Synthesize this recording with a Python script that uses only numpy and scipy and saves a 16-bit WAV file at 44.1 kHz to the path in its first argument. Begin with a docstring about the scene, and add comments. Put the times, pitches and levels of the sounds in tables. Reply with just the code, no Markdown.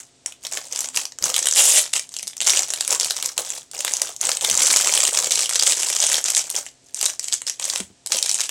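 """In a quiet room, hands unpack small craft packets over a desk, heard close up.
Creases in stiff plastic film flip as short noisy pops: sharp single snaps over a dense finer crackle and a low flutter.
An adhesive flap peels open in a quick run of slips, and soft knocks shake the modes of the desk top.
Film and flap excite noise-tail reflections; coloured noise, steady hum tones and one swelling low tone lie behind."""
import sys
import numpy as np
from scipy import signal
from scipy.fft import rfft, irfft
from scipy.io import wavfile
from scipy.ndimage import uniform_filter1d, minimum_filter1d

SR = 44100
rng = np.random.default_rng(int(sys.argv[2]) if len(sys.argv) > 2 else 0)


def dump(signal):
    """Clip the signal to [-1, 1] and save it as 16-bit WAV at the path in sys.argv[1]."""
    limited = np.clip(np.atleast_2d(signal).T, -1, 1)
    pcm = np.round(limited * 32767).astype(np.int16)
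    wavfile.write(sys.argv[1], SR, pcm)


N = 374850
TIME = np.arange(N) / SR

# Larger creases that flip one by one. Each row: time in seconds, level in dB over 3 ms before a common trim,
# body (bass against treble) in dB before a common thinning.
CREASE_SNAPS = [(0.2604, -17, -2), (0.3229, -33, 8), (0.4503, -24, -3), (0.4675, -23, 2), (0.5245, -22, 6),
                (0.5351, -22, 0), (0.573, -19, 5), (0.725, -20, -1), (0.7605, -19, 1), (0.7906, -17, 1),
                (0.8062, -17, -7), (0.8445, -24, 7), (0.8874, -23, 4), (0.9619, -16, -4), (0.9727, -12, -5),
                (1.0537, -20, -2), (1.121, -32, 5), (1.1869, -25, 1), (1.2246, -20, -3), (1.2399, -8, -10),
                (1.2565, -17, 2), (1.3005, -18, 2), (1.3423, -13, -1), (1.3637, -12, -3), (1.38, -16, 3),
                (1.39, -14, 3), (1.4273, -18, 0), (1.457, -15, 2), (1.4697, -9, 2), (1.4863, -12, -5),
                (1.511, -14, -6), (1.5248, -13, -2), (1.5367, -15, -9), (1.9325, -20, -3),
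                (1.9359, -12, -4), (1.9635, -15, -3), (1.9947, -19, -2), (2.0913, -33, -5),
                (2.1402, -27, -3), (2.1656, -21, -7), (2.1876, -24, -8), (2.1942, -27, -2),
                (2.2286, -23, -3), (2.2713, -27, -6), (2.2774, -20, -5), (2.3675, -27, -1),
                (2.3795, -28, 2), (2.4048, -16, 3), (2.4145, -16, -2), (2.4211, -19, 5), (2.4695, -10, -2),
                (2.4753, -8, 2), (2.4864, -12, -4), (2.4958, -11, -6), (2.5031, -9, -6), (2.5721, -11, -2),
                (2.592, -12, -3), (2.632, -18, 3), (2.7036, -17, 0), (2.7367, -16, 1), (2.8086, -12, 0),
                (2.8492, -22, -2), (2.8777, -14, -3), (2.9062, -13, -4), (2.9265, -13, 7), (2.9484, -16, 3),
                (2.9988, -12, 0), (3.0098, -15, 4), (3.0312, -17, 2), (3.0458, -16, -7), (3.108, -13, 1),
                (3.166, -20, 6), (3.2261, -17, 1), (3.2594, -13, -3), (3.3785, -13, 2), (3.5031, -18, 0),
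                (3.714, -30, -8), (3.7906, -22, -5), (3.806, -18, -1), (3.8484, -14, 0), (3.8788, -18, 4),
                (3.9366, -11, 0), (3.9682, -17, -9), (4.0177, -10, 2), (4.1639, -26, -5), (4.2127, -13, -2),
                (4.253, -14, 4), (4.2697, -17, 4), (4.2916, -13, 1), (4.3166, -13, 1), (4.3701, -16, -4),
                (4.4103, -20, 0), (4.447, -11, 2), (4.4992, -11, -7), (4.5122, -11, -1), (4.5521, -14, -10),
                (4.575, -10, -2), (4.6272, -12, 0), (4.6323, -11, -3), (4.6688, -11, 2), (4.7114, -12, 2),
                (4.7268, -11, 3), (4.7611, -9, 2), (4.7702, -12, -3), (4.8106, -13, 0), (4.872, -10, 8),
                (4.938, -10, 1), (4.9503, -13, -1), (4.9761, -10, -2), (5.0035, -10, -1), (5.0376, -12, -3),
                (5.0515, -11, -3), (5.0786, -14, 1), (5.1489, -15, 2), (5.1734, -11, 0), (5.1884, -12, -1),
                (5.244, -16, 2), (5.3078, -15, -3), (5.3197, -10, -10), (5.3565, -13, -2), (5.3925, -14, 0),
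                (5.4068, -15, -2), (5.4585, -19, -2), (5.4932, -16, 6), (5.5568, -12, 2), (5.5615, -14, -1),
                (5.5957, -10, -7), (5.6243, -11, -1), (5.6343, -13, 2), (5.665, -12, -12), (5.6757, -10, 2),
                (5.8319, -15, 2), (5.9007, -17, -1), (5.9639, -15, -4), (6.0019, -12, 0), (6.0248, -13, 1),
                (6.039, -11, 2), (6.0665, -12, -1), (6.1181, -15, 3), (6.1299, -14, -4), (6.1429, -11, -2),
                (6.2412, -14, -5), (6.2583, -17, -8), (6.2834, -17, 1), (6.302, -13, -6),
                (6.3491, -12, -12), (6.3619, -15, -14), (6.3674, -12, -11), (6.3788, -12, -8),
                (6.5013, -18, -11), (6.5127, -24, -8), (6.5635, -14, -2), (6.6643, -28, 8),
                (6.9452, -19, -8), (7.0129, -15, -7), (7.0279, -14, 6), (7.0559, -12, -2),
                (7.0607, -12, -6), (7.1947, -17, -7), (7.2421, -21, -10), (7.2832, -20, -2),
                (7.3253, -15, 0), (7.3315, -15, -2), (7.3395, -12, -3), (7.4179, -23, 5), (7.4675, -20, 0),
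                (7.4758, -20, -5), (7.4968, -16, -2), (7.5971, -21, 4), (7.6422, -18, 2), (7.6534, -19, 1),
                (7.6996, -15, -4), (7.7353, -24, 16), (7.7589, -16, 2), (7.8026, -20, 3), (8.0618, -22, 1),
                (8.0718, -22, -8), (8.1208, -10, -1), (8.186, -16, -2), (8.2266, -10, -12),
                (8.2603, -17, -9), (8.2934, -13, -7), (8.314, -14, 2), (8.3438, -13, -6), (8.4056, -14, -4),
                (8.4134, -16, -7), (8.4925, -19, 4)]
# Finger moves that bend the film. Each row: start in seconds, hold in seconds, fine crackle in dB,
# low flutter of the whole sheet in dB, both before a common trim.
FILM_BENDS = [(0.0, 0.0043, -37, -57), (0.275, 0.005, -40, -55), (0.447, 0.008, -33, -51),
              (0.522, 0.061, -31, -48), (0.594, 0.084, -38.5, -56.5), (0.726, 0.13, -30, -49.5),
              (0.955, 0.052, -27, -44.5), (1.24, 0.056, -25, -37.5), (1.344, 0.14, -25, -45.5),
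              (1.558, 0.29, -27, -54), (1.952, 0.022, -22.5, -49.5), (2.125, 0.2, -40, -72.5),
              (2.425, 0.044, -26.5, -55), (2.466, 0.14, -20, -41), (2.676, 0.18, -31, -53),
              (2.903, 0.0372, -21, -36), (3.006, 0.11, -26, -44.5), (3.161, 0.13, -30, -47.5),
              (3.389, 0.0042, -24, -36), (3.441, 0.14, -32, -52), (3.744, 0.085, -33, -48),
              (3.859, 0.093, -28, -47.5), (3.989, 0.11, -31.5, -47.5), (4.224, 0.12, -26, -42),
              (4.424, 0.16, -23, -40), (4.59, 0.2, -17, -40), (4.807, 0.28, -20, -39),
              (5.131, 0.14, -23, -40), (5.307, 0.135, -21, -45.5), (5.498, 0.15, -23, -55),
              (5.667, 0.056, -16, -41), (5.771, 0.23, -22, -47), (6.005, 0.1734, -20, -43),
              (6.256, 0.067, -24, -52.5), (6.372, 0.021, -19.5, -63), (6.444, 0.087, -35.5, -55),
              (6.551, 0.035, -25.5, -42), (6.627, 0.054, -41, -72), (6.843, 0.074, -53, -76),
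              (6.97, 0.048, -29.5, -61), (7.022, 0.073, -25, -48), (7.226, 0.064, -34, -72),
              (7.331, 0.0018, -25.5, -64.5), (7.482, 0.0092, -27, -75), (7.616, 0.17, -28, -50.5),
              (8.119, 0.061, -22, -41.5), (8.244, 0.2, -25.5, -60), (8.489, 0.023, -42, -63.5)]
# Peeling the flap. Each row: time in seconds, slips per second, level in dB, body (bass against treble) in dB.
FLAP_PEEL = [(1.545, 200, -23, -6), (1.562, 300, -16, 0.5), (1.585, 400, -11.5, 1.5), (1.63, 380, -17, 1.5),
             (1.66, 400, -14.5, -4.5), (1.73, 240, -16, -2.5), (1.785, 520, -12.5, 2.5),
             (1.83, 400, -28, -14)]
# Soft knocks on the desk. Each row: time in seconds, level in dB, dullness in dB per octave.
DESK_KNOCKS = [(1.21, -47, 11), (2.225, -54, 1), (4.507, -46.5, 15), (7.801, -31.5, 2), (7.9, -50, 7)]
# Modes of the desk top. Each row: frequency in Hz, relative level in dB, 60 dB decay time in seconds.
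DESK_MODES = [(91.04, -6, 0.097), (187, 3, 0.12), (271, -11, .1), (363, -4, 0.1)]
# Relative spectrum of a film crease. Each row: frequency in Hz, level in dB per Hz.
FILM_SPECTRUM = [(80, -34), (280, -25), (520, -11.5), (1400, -11), (3100, -6.5), (4300, -7.5), (6000, 0.5),
                 (7800, 1.5), (11300, -13.5), (15500, -33.5)]
# Relative spectrum of a slip of the flap. Each row: frequency in Hz, level in dB per Hz.
FLAP_SPECTRUM = [(200, -37.5), (600, -14), (1300, -21), (2300, -14), (3000, -7.5), (4400, -12), (7600, 0.5),
                 (10600, -10.5), (15500, -31)]
# Relative spectrum of the whole sheet. Each row: frequency in Hz, level in dB per Hz.
SHEET_SPECTRUM = [(50, -19.5), (280, -15.5), (550, -3), (900, -5), (2500, -16.5)]
# Relative spectrum of the room's rumble and hiss. Each row: frequency in Hz, level in dB per Hz.
ROOM_SPECTRUM = [(30, -17.5), (125, -8.5), (200, -12.5), (400, -9.5), (1200, -21), (3000, -18.5),
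                 (8200, -15), (15000, -57)]
# Faint steady hum in the room. Each row: frequency in Hz, rms level in dB.
HUM_TONES = [(129, -72.5), (262, -69.5), (694, -72)]

# every bend takes up the slack quickly, is held, then the film relaxes
TAKE_UP_DB_PER_S, RELAX_DB_PER_S = 741, 310
CREASE_RING_S = 0.0021
ROOM_TONE_DB = -57.5  # rms
CUTOFF_HZ = 16000


def snaps(gain_db=0.5, thin_db=-1.5):
    """The larger creases flip one by one, each with its own weight of bass."""
    s, level_db, body_db = np.transpose(CREASE_SNAPS)
    shapes = pops(FILM_SPECTRUM, body_db + thin_db, ring_s=CREASE_RING_S, ring_db=-13, facet_hz=5510, facet_db=7.5)
    # a pop has energy 1: spread over 3 ms, this gives the level its meaning
    span = 0.003 * SR
    strength = np.sqrt(span) * from_db(level_db + gain_db)
    return place(np.round(s * SR).astype(int), shapes * strength[:, None])


def crinkle(crackle_db=-1.0, flutter_db=5.5):
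    """Many small creases crackle as the film bends, over the low flutter of the whole sheet."""
    fine_db, sheet_db = handling()
    # harder handling buckles more creases a second
    fine_per_s = 520 * from_db(0.35 * (fine_db + 25))
    fine_clicks = tiny_buckles(fine_per_s, spread_db=5.2, even_s=0.035)
    flops = tiny_buckles(per_s=260, spread_db=7.0, even_s=0.042)
    fine_body_db = rng.normal(-4.5, 5.4, size=400)
    fine = pops(FILM_SPECTRUM, fine_body_db, ring_s=CREASE_RING_S, ring_db=-9.5, facet_hz=4800, facet_db=8.5)
    sheet_body_db = rng.normal(0, 1, size=200)
    sheet = pops(SHEET_SPECTRUM, sheet_body_db, ring_s=0.0029, ring_db=-10.0, facet_hz=730, facet_db=11)
    crackle = from_db(fine_db + crackle_db) * deal(fine_clicks, fine)
    flutter = from_db(sheet_db + flutter_db) * deal(flops, sheet)
    return crackle + flutter


def handling():
    """Crackle and flutter levels in dB: each bend rises, holds and relaxes; the strongest one leads."""
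    t = TIME[::32]
    start, hold, fine_db, sheet_db = np.transpose(FILM_BENDS)[:, :, None]
    rise_db = TAKE_UP_DB_PER_S * np.maximum(start - t, 0)
    relax_db = RELAX_DB_PER_S * np.maximum(t - start - hold, 0)
    fade_db = rise_db + relax_db
    return [np.interp(TIME, t, np.max(db - fade_db, axis=0)) for db in (fine_db, sheet_db)]


def tiny_buckles(per_s, spread_db, even_s):
    """Creases give at random moments with uneven force, their power kept near 1 over a short while."""
    struck = rng.random(N) < per_s / SR
    clicks = struck * from_db(spread_db * np.clip(rng.standard_normal(N), -2, 2))
    width = int(even_s * SR)
    power = uniform_filter1d(uniform_filter1d(clicks ** 2, width), width)
    return clicks / np.sqrt(np.abs(power) + 1e-9)


def peel(jitter=0.25, uneven_db=2.0):
    """The glue holds and lets go in a nearly regular run of slips whose rate, level and body shift."""
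    per_s, level_db, body_db = in_time(FLAP_PEEL)
    peeling = (TIME > FLAP_PEEL[0][0]) & (TIME < FLAP_PEEL[-1][0])
    progress = np.cumsum(per_s * peeling) / SR  # counted in slips
    chance = rng.standard_normal(size=(256, 2))
    marks = np.cumsum(np.exp(jitter * chance[:, 0]))
    at = np.searchsorted(progress, marks[marks < progress[-1]])
    # fewer slips a second carry more energy each, so the level holds
    strength = from_db(level_db[at] + uneven_db * chance[:len(at), 1]) * np.sqrt(SR / per_s[at])
    slips = pops(FLAP_SPECTRUM, body_db[at], ring_s=0.0017, ring_db=-10.0, facet_hz=6440, facet_db=-5, body_hz=5600)
    return place(at, strength[:, None] * slips)


def pops(spectrum, body_db, ring_s, ring_db, facet_hz, facet_db, body_hz=3000, flip_s=0.0003, size=512):
    """One pop a row, energy 1: a facet starts to give, flips with a sharp kick, then shivers for a moment."""
    t, hz = np.arange(size) / SR, np.fft.rfftfreq(size, 1 / SR)
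    chance = rng.standard_normal((len(body_db), size))
    shiver = from_db(ring_db + 2.3 * chance[:, :1]) * chance * np.exp(-t / ring_s)
    kick = (np.arange(size) == int(flip_s * SR)) * np.sign(chance[:, 1:2])
    # every facet has two broad resonances and a hollow of its own; a negative facet_db swaps peaks and dips
    octaves = np.log2((hz + 1) / facet_hz)
    offsets = 0.8 * chance.T[2:5, :, None]
    first, second, hollow = np.exp(-((octaves - offsets) / 0.33) ** 2)
    facet = np.maximum(first, second) - hollow
    # large facets push more bass
    body = np.asarray(body_db)[:, None] / (1 + (hz / body_hz) ** 4)
    colour_db = at_hz(spectrum, hz) + facet_db * facet + body
    return rms_one(coloured(kick + shiver, colour_db)) / np.sqrt(size)


def desk(settle_s=0.019):
    """A packet lands unevenly, shaking the desk top's modes while it settles."""
    out, t = np.zeros(N), TIME[:SR // 2]
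    reference_hz = DESK_MODES[1][0]
    for s, level_db, dull_db in DESK_KNOCKS:
        at = round(s * SR)
        force = rng.standard_normal(len(t)) * np.exp(-t / settle_s)
        for hz, db, t60 in DESK_MODES:
            mode = np.exp(-np.log(1000) * t / t60) * np.cos(2 * np.pi * hz * t)
            ringing = signal.fftconvolve(force, mode)[:len(t)]
            # a dull knock tilts the modes down toward the treble
            mode_db = level_db + db - dull_db * np.log2(hz / reference_hz)
            out[at:at + len(t)] += from_db(mode_db) * ringing / np.abs(ringing).max()
    return out


def room(x, t60=0.18, wet_db=-9.0, first_s=0.0064, count=6):
    """A small furnished room: dense decaying reflections that change as the hands move from place to place."""
    t = TIME[:SR // 4]
    decay = np.exp(-np.log(1000) * t / t60)
    build_up = np.clip(t / first_s, 0, 1) ** 2
    tails = rng.standard_normal((count, len(t))) * decay * build_up
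    tails = from_db(wet_db) * rms_one(tails) / np.sqrt(len(t))
    # one place fades into the next, all of them in turn every 2 s
    turn = TIME / 2 + np.arange(count)[:, None] / count
    nearness = np.maximum(np.cos(2 * np.pi * turn), 0) ** 2
    nearness /= np.linalg.norm(nearness, axis=0)
    return x + signal.fftconvolve(x * nearness, tails, axes=1).sum(axis=0)[:N]


def room_tone():
    """Faint steady rumble and hiss from coloured noise, with pure tones as hum."""
    hz = np.fft.rfftfreq(N, 1 / SR)
    hum = sum(from_db(db) * np.sqrt(2) * np.sin(2 * np.pi * tone_hz * TIME) for tone_hz, db in HUM_TONES)
    noise = rms_one(coloured(rng.standard_normal(N), at_hz(ROOM_SPECTRUM, hz)))
    return hum + from_db(ROOM_TONE_DB) * noise


def low_tone(hz=258, level_db=-58, peak_s=0.9, width_s=0.11):
    """A faint low sine swells and fades once in the background."""
    swell = np.exp(-((TIME - peak_s) / width_s) ** 2)
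    return from_db(level_db) * np.sqrt(2) * np.sin(2 * np.pi * hz * TIME) * swell


def from_db(db):
    """Decibels to gain."""
    return 10 ** (np.asarray(db) / 20)


def rms_one(x):
    """Scale to rms 1 along time."""
    return x / np.sqrt(np.mean(x ** 2, axis=-1, keepdims=True) + 1e-20)


def in_time(rows):
    """Each column of a curve at every sample."""
    s, *columns = np.transpose(rows)
    return [np.interp(TIME, s, c) for c in columns]


def at_hz(points, hz):
    """Read a spectrum in dB on a log-frequency axis."""
    knots, db = np.transpose(points)
    return np.interp(np.log(hz + 1), np.log(knots), db)


def coloured(x, db):
    """Causal (minimum-phase) filter with the given dB at each frequency bin."""
    size = x.shape[-1]
    cepstrum = irfft(np.log(from_db(db)), size)
    # folding the cepstrum forward in time makes the filter causal
    cepstrum[..., 1:size // 2] *= 2
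    cepstrum[..., size // 2 + 1:] = 0
    return irfft(rfft(x) * np.exp(rfft(cepstrum)), size)


def deal(clicks, shapes):
    """Every click plays one of the pops, picked at random."""
    at = np.flatnonzero(clicks)
    picked = shapes[rng.integers(0, len(shapes), len(at))]
    return place(at, clicks[at, None] * picked)


def place(at, played):
    """Add each row of sound at its own sample."""
    samples = at[:, None] + np.arange(played.shape[1])
    return np.bincount(samples.ravel(), played.ravel(), N)[:N]


def scene():
    """Film and flap sound in the room; the desk, room tone and low tone are added without reflections."""
    handled = room(snaps() + crinkle() + peel())
    return (handled + desk() + room_tone() + low_tone())[None]


def record(dry):
    """A fast limiter eases down peaks above full scale, then a steep low-pass cuts the top."""
    needed = 1 / np.maximum(np.abs(dry), 1)
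    gain = uniform_filter1d(minimum_filter1d(needed, size=25), size=25)
    low_pass = signal.ellip(10, 0.2, 80, CUTOFF_HZ, fs=SR, output="sos")
    return signal.sosfilt(low_pass, dry * gain)


dry = scene()
out = record(dry)
dump(out)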